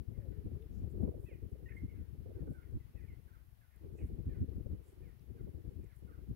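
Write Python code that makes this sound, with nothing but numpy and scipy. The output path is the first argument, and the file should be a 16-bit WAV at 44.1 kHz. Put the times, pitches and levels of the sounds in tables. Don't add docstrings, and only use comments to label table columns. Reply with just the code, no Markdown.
import sys
import numpy as np
from scipy import signal
from scipy.fft import rfft, irfft, next_fast_len
from scipy.io import wavfile
from scipy.ndimage import uniform_filter1d

SR = 44100
rng = np.random.default_rng(int(sys.argv[2]) if len(sys.argv) > 2 else 0)


def store_wav(level_fs):
    pcm = np.round(np.clip(np.atleast_2d(level_fs), -1, 1) * 32767)
    wavfile.write(sys.argv[1], SR, pcm.T.astype(np.int16))


N = 280035
TIME = np.arange(N) / SR
# f/Hz, level/dB
THUMP_COLOUR = [(15, -11.5), (40, -4.5), (64, 6), (115, -1), (170, -8), (270, -10), (400, -23),
                (800, -62.5), (4000, -100)]


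def undb(db):
    return 10 ** (np.asarray(db) / 20)


def unit(x):
    return x / np.sqrt(np.mean(x ** 2) + 1e-30)


def curves(table):
    s, *columns = np.transpose(table)
    return [np.interp(TIME, s, c) for c in columns]


def noise(colour):
    size = next_fast_len(N)
    hz, db = np.transpose(colour)
    f = np.maximum(np.fft.rfftfreq(size, 1 / SR), 1)
    gain = undb(np.interp(np.log(f), np.log(hz), db))
    return unit(irfft(rfft(rng.standard_normal(size)) * gain, size)[:N])


def band(x, hz, octaves):
    edges = np.clip(hz * 2 ** (np.array([-.5, .5]) * octaves), 20, [.4 * SR, .48 * SR])
    return signal.sosfilt(signal.butter(2, edges, "band", fs=SR, output="sos"), x)


def walk(rate, size=N):
    hold = max(int(SR / rate), 1)
    steps = np.repeat(rng.standard_normal(size // hold + 2), hold)
    return unit(uniform_filter1d(steps, hold))[:size]


def pan(x, left_db):
    return x * undb(np.array([[left_db], [-left_db]]) / 2)


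def add(out, s, x):
    i = max(int(s * SR), 0)
    out[i:i + len(x)] += x[:max(N - i, 0)]


def turbulence(colour, eddy_rate, ragged_db):
    pressure = noise(colour) * undb(ragged_db * walk(eddy_rate))
    power = uniform_filter1d(uniform_filter1d(pressure ** 2, size=2000), size=1400)
    return pressure / np.sqrt(np.abs(power) + 1e-9)


def wind(spurt_hz=560, spurt_growth=1.47, surge_db=3.5):
    # t/s, left level/dB, right level/dB
    gusts = [(0.0, -42, -62), (0.54, -41.5, -55), (0.69, -47.0, -65), (0.77, -34, -56), (0.88, -40.5, -57),
             (1.05, -33.5, -42), (1.2, -45.5, -54.5), (2.19, -44.5, -64), (2.44, -43, -47.5),
             (2.61, -51.0, -64.5), (2.76, -41, -58.5), (2.84, -53, -76), (2.99, -44.5, -61),
             (3.74, -61.5, -92.5), (3.81, -46, -55.5), (4.08, -42, -54.1), (4.72, -40, -56.5),
             (4.88, -56.0, -65.5), (5.06, -45.5, -58.5), (5.16, -54.5, -74), (5.37, -42.5, -55.5),
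             (5.84, -44.5, -58), (5.94, -57, -86), (6.02, -46.5, -61), (6.34, -47.5, -61)]
    # f/Hz, level/dB
    rumble = [(15, -23.5), (30, -15.5), (60, 6.5), (95, 0.5), (135, -7), (190, -18.5), (300, -33),
              (600, -73), (4000, -100)]
    flutter = [(100, -24.5), (160, 6), (230, 2), (320, -3), (450, -12.5), (600, -28.5), (900, -45.5),
               (1800, -56), (8000, -90)]
    whoosh = [(25, -37.5), (70, -20.5), (120, -29), (165, -23), (225, -20.5), (290, -1.5), (365, 2),
              (480, -5.5), (620, -23), (850, -31), (1300, -39), (2500, -69), (8000, -95)]
    left_gust, right_gust = np.array(curves(gusts)) - [[-45], [-60]]
    left = undb(-44.5 + 0.99 * left_gust) * turbulence(rumble, eddy_rate=50, ragged_db=6.5)
    left += undb(-59.5 + 1.62 * left_gust) * turbulence(flutter, eddy_rate=90, ragged_db=1.0)
    right = undb(-60 + right_gust) * turbulence(whoosh, eddy_rate=80, ragged_db=4.5)
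    thump_swing_db = 6 * np.clip(walk(14), -3, 1.5)
    right += undb(-66 + 0.96 * left_gust + thump_swing_db) * noise(THUMP_COLOUR)
    ports = np.array([left, right])
    for port, db, gust in zip(ports, (-85.5, -87), (left_gust, right_gust)):
        eddies = band(band(rng.standard_normal(N), spurt_hz, octaves=0.94), spurt_hz, octaves=0.94)
        spurts = unit(eddies * undb(4.5 * np.clip(walk(70), -2, 2)))
        port += spurts * undb(db + spurt_growth * gust)
    surge = undb(surge_db * np.clip(walk(52), -2.5, 1.3))
    return ports * surge / np.sqrt(uniform_filter1d(surge ** 2, size=6000))


def buffets(swell_s=0.033, right_trim_db=1):
    # t/s, left level/dB, right level/dB
    eddies = [(0.315, -39, -65), (0.46, -39, -42), (0.533, -39.5, -45), (1.042, -34.5, -50),
              (1.452, -41, -72), (1.842, -36.5, -39), (1.998, -40.5, -46.5), (2.424, -35, -48),
              (2.507, -35, -44), (2.76, -38.5, -36), (2.905, -68, -59), (3.121, -60, -51.5),
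              (4.045, -35, -38), (4.134, -38, -46), (4.202, -37.5, -58), (4.28, -32.5, -35.5),
              (4.422, -31.5, -31), (4.575, -36.5, -40.5), (4.735, -39.5, -39), (5.447, -39.5, -52),
              (5.802, -40.5, -48), (6.305, -35, -42)]
    force = np.zeros((2, N))
    swell = np.hanning(int(2 * swell_s * SR))
    for s, left_db, right_db in eddies:
        add(force[0], s - swell_s, swell * undb(left_db))
        add(force[1], s - swell_s, swell * undb(right_db + right_trim_db))
    return force * [turbulence(THUMP_COLOUR, eddy_rate=52, ragged_db=1.0) for _ in range(2)]


def puffs(attack_s=0.0056, octaves=0.99, trim_db=-1):
    # t/s, centre f/Hz, left level/dB, right level/dB
    eddies = [(0.247, 477, -56.5, -68), (0.305, 280, -46, -71), (0.512, 266, -47, -48),
              (1.024, 456, -42, -44.5), (1.03, 190, -29, -39), (1.075, 440, -65, -47.5),
              (1.116, 437, -73, -54), (1.139, 440, -61, -48), (1.31, 422, -61, -50.5),
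              (1.552, 440, -72, -59), (1.74, 245, -53, -70), (1.975, 227, -52, -56),
              (2.257, 400, -66, -47.5), (2.304, 423, -72, -50.5), (2.422, 372, -53, -48),
              (2.512, 440, -72, -54), (4.004, 425, -68, -51), (4.659, 420, -49, -53)]
    out, t = np.zeros((2, N)), TIME[:SR // 20]
    envelope = t / attack_s * np.exp(1 - t / attack_s)
    for s, hz, *levels in eddies:
        for port, db in zip(out, levels):
            air = band(band(rng.standard_normal(2 * len(t)), hz, octaves), hz, octaves)[len(t):]
            add(port, s, undb(db + trim_db) * unit(air) * envelope)
    return out


def yelp(length, top_hz, fall, throat_hz, rough, rise=.26, throat_width=0.29, rasp_db=7, fade_db=4):
    size = int(length * SR)
    u = np.linspace(0, 1, size)
    end_hz = top_hz * 2 ** -fall
    arch = np.where(u < rise, 1 - 2 * (rise - u) ** 2 / (rise + .1), ((1 - u) / (1 - rise)) ** 1.6)
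    hz = end_hz + (top_hz - end_hz) * uniform_filter1d(arch, size // 8)
    hz *= 1 + .09 * rough * walk(450, size)
    harmonics = np.arange(1, 8)[:, None]
    resonance_hz = throat_hz * 2 ** (0.32 * (.5 - u))
    throat = 1 / (1 + (np.log(harmonics * hz / resonance_hz) / throat_width) ** 2) ** 1.5
    voice = (throat * np.sin(2 * np.pi * harmonics * np.cumsum(hz) / SR)).sum(0)
    raspy_fade = undb(rasp_db * rough * walk(350, size) - fade_db * u)
    return unit(voice * raspy_fade * signal.windows.tukey(size, .5))


def birds(near_trim_db=-2.5, far_db=-96, air_hz=2780, lag_s=0.00045, far_calls=30):
    # t/s, length/s, top f/Hz, fall/octaves, throat f/Hz, level/dB, roughness/0-1
    calls = [(0.115, 0.14, 530, 0.33, 1880, -83, 0.4), (0.306, 0.073, 507, 0.28, 1570, -81, 0.13),
             (1.246, 0.12, 661, 0.53, 2350, -70, 0.07), (1.655, 0.029, 943, .04, 1770, -63, 0.06),
             (1.677, 0.059, 516, .3, 1930, -64.5, 0.47), (1.761, 0.032, 1057, 0, 1980, -60.5, 0.23),
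             (1.875, 0.074, 766, .2, 2160, -75, 0.3), (1.932, 0.13, 560, .35, 1670, -81.5, 0.34),
             (2.334, 0.12, 530, .4, 1500, -79.5, 0.3), (2.465, 0.026, 747, 0.081, 1440, -73, 0.3),
             (2.528, 0.097, 775, 0.23, 1380, -71, 0.35), (2.608, 0.081, 535, 0.17, 1800, -78, 0.64),
             (2.79, 0.065, 677, 0.13, 2050, -82, 0.2), (2.944, 0.13, 650, 0.59, 2020, -75.5, 0.28),
             (3.068, 0.08, 740, .17, 2100, -74, 0.35), (3.272, 0.053, 536, 0.26, 1350, -75, 0.4),
             (3.325, 0.051, 785, 0.37, 1420, -73, 0.2), (3.361, 0.045, 560, 0.24, 1560, -82, 0.1),
             (3.603, 0.065, 558, .27, 1540, -77.5, 0.24), (3.687, 0.1, 470, .3, 1860, -81, 0.5),
             (3.973, 0.077, 640, 0.33, 2300, -71.5, 0.6), (4.275, 0.13, 593, 0.36, 1720, -75.5, 0.3),
             (5.007, 0.125, 609, .5, 1970, -79, 0.21), (5.364, 0.059, 818, 0.42, 1620, -76.5, 0.13),
             (5.8, 0.093, 600, 0.3, 2150, -83.5, 0.56), (5.888, 0.068, 578, 0.5, 1770, -77.5, 0.4),
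             (6.068, 0.061, 738, 0.44, 1290, -72.5, 0.16), (6.115, 0.054, 810, 0.41, 1420, -72, 0)]
    near, far = np.zeros((2, N))
    for s, length, top_hz, fall, throat_hz, db, rough in calls:
        add(near, s, undb(db + near_trim_db) * yelp(length, top_hz, fall, throat_hz, rough))
    for turn, (when, voice, beak) in enumerate(rng.random((far_calls, 3))):
        call = yelp(0.08, top_hz=520 + 220 * voice, fall=.45, throat_hz=1400 + 800 * beak, rough=.3)
        add(far, (turn + when) / far_calls * N / SR, undb(far_db) * call)
    ports = np.array([np.interp(TIME - lag_s, TIME, near), near])
    flock = ground_scatter(pan(ports, left_db=-3.5), t60=0.4, wet_db=-3)
    flock += ground_scatter(pan(far, left_db=3), t60=0.73, wet_db=-2)
    return signal.sosfilt(signal.butter(8, air_hz, fs=SR, output="sos"), flock)


def whine(waver=0.011, release_s=.02, trim_db=-1):
    # t/s, f/Hz, level/dB
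    contour = [(.08, 465, -84), (.21, 597, -73.5), (.255, 539, -64.5), (.31, 453.4, -80),
               (.385, 416, -60.5), (.47, 398, -76), (.59, 412, -62.5), (.64, 447, -61), (.69, 380, -97)]
    hz, db = curves(contour)
    hz *= 1 + waver * walk(60)
    tone = unit(np.sin(2 * np.pi * np.cumsum(hz) / SR))
    release = np.clip((contour[-1][0] - TIME) / release_s, 0, 1)
    return pan(tone * undb(db + trim_db) * release, left_db=7)


def grass(rustle_trim_db=-7, snap_trim_db=-3, snap_decay_s=0.0027, tick_count=50):
    # middle t/s, half-length/s, centre f/Hz, level/dB
    tufts = [(0.759, 0.073, 6000, -79.5), (0.911, 0.022, 9100, -76.5), (1.023, 0.046, 11800, -78),
             (1.248, 0.091, 10800, -76), (1.776, 0.043, 9700, -79), (2.528, 0.084, 10100, -80.5),
             (3.988, .06, 7700, -77.5), (4.058, 0.07, 10500, -77.5), (4.885, 0.08, 8500, -76),
             (5.974, 0.047, 10700, -75)]
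    # t/s, centre f/Hz, level/dB
    stalks = [(.623, 2600, -66.5), (1.844, 10000, -75), (2.71, 9000, -76), (3.761, 11100, -72),
              (4.494, 3600, -72), (5.194, 4300, -75), (5.842, 8050, -74)]
    out = np.zeros(N)
    for s, half_s, hz, db in tufts:
        size = int(2 * half_s * SR)
        cracks = rng.standard_normal(size) * undb(3.4 * walk(600, size))
        rustle = np.hanning(size) * unit(band(cracks, hz, octaves=0.66))
        add(out, s - half_s, undb(db + rustle_trim_db) * rustle)
    t = TIME[:SR // 30]
    ticks = [(when * N / SR, 5000 + 6000 * thin, -89 + 7 * force)
             for when, thin, force in rng.random((tick_count, 3))]
    for s, hz, db in list(stalks) + ticks:
        snap = unit(band(rng.standard_normal(len(t)), hz, octaves=0.69)) * np.exp(-t / snap_decay_s)
        add(out, s, undb(db + snap_trim_db) * snap)
    return ground_scatter(pan(out, left_db=-10), t60=.25, wet_db=-9)


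def ground_scatter(pair, t60, wet_db):
    t = TIME[:SR // 2]
    tails = rng.standard_normal((2, len(t))) * undb(-60 * t / t60)
    tails /= np.linalg.norm(tails, axis=1, keepdims=True)
    return pair + undb(wet_db) * signal.fftconvolve(pair, tails, axes=1)[:, :N]


def background(air_db=-76, hiss_db=-78):
    # f/Hz, level/dB
    air_colour = [(30, 5), (150, 9.5), (400, -2), (700, 0.5), (1100, -3.5), (2000, -5), (3000, -8.5),
                  (5000, -15), (9000, -28.5)]
    hiss_colour = [(500, -11), (4000, -2.5), (6000, -2), (7200, -4.5), (8200, -2.5), (9200, -2),
                   (10500, 5.5), (12000, 6), (16000, 5)]
    swell = undb(.6 * walk(2.5))
    air = np.array([noise(air_colour) * swell * undb(walk(20)) for _ in range(2)])
    hiss = np.array([noise(hiss_colour) for _ in range(2)])
    return undb(air_db) * pan(air, left_db=2) + undb(hiss_db) * pan(hiss, left_db=-0.5)


def scene():
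    return wind() + buffets() + puffs() + birds() + whine() + grass() + background()


def record(dry):
    return signal.sosfilt(signal.ellip(10, .2, 70, 15700, fs=SR, output="sos"), dry)


dry = scene()
out = record(dry)
store_wav(out)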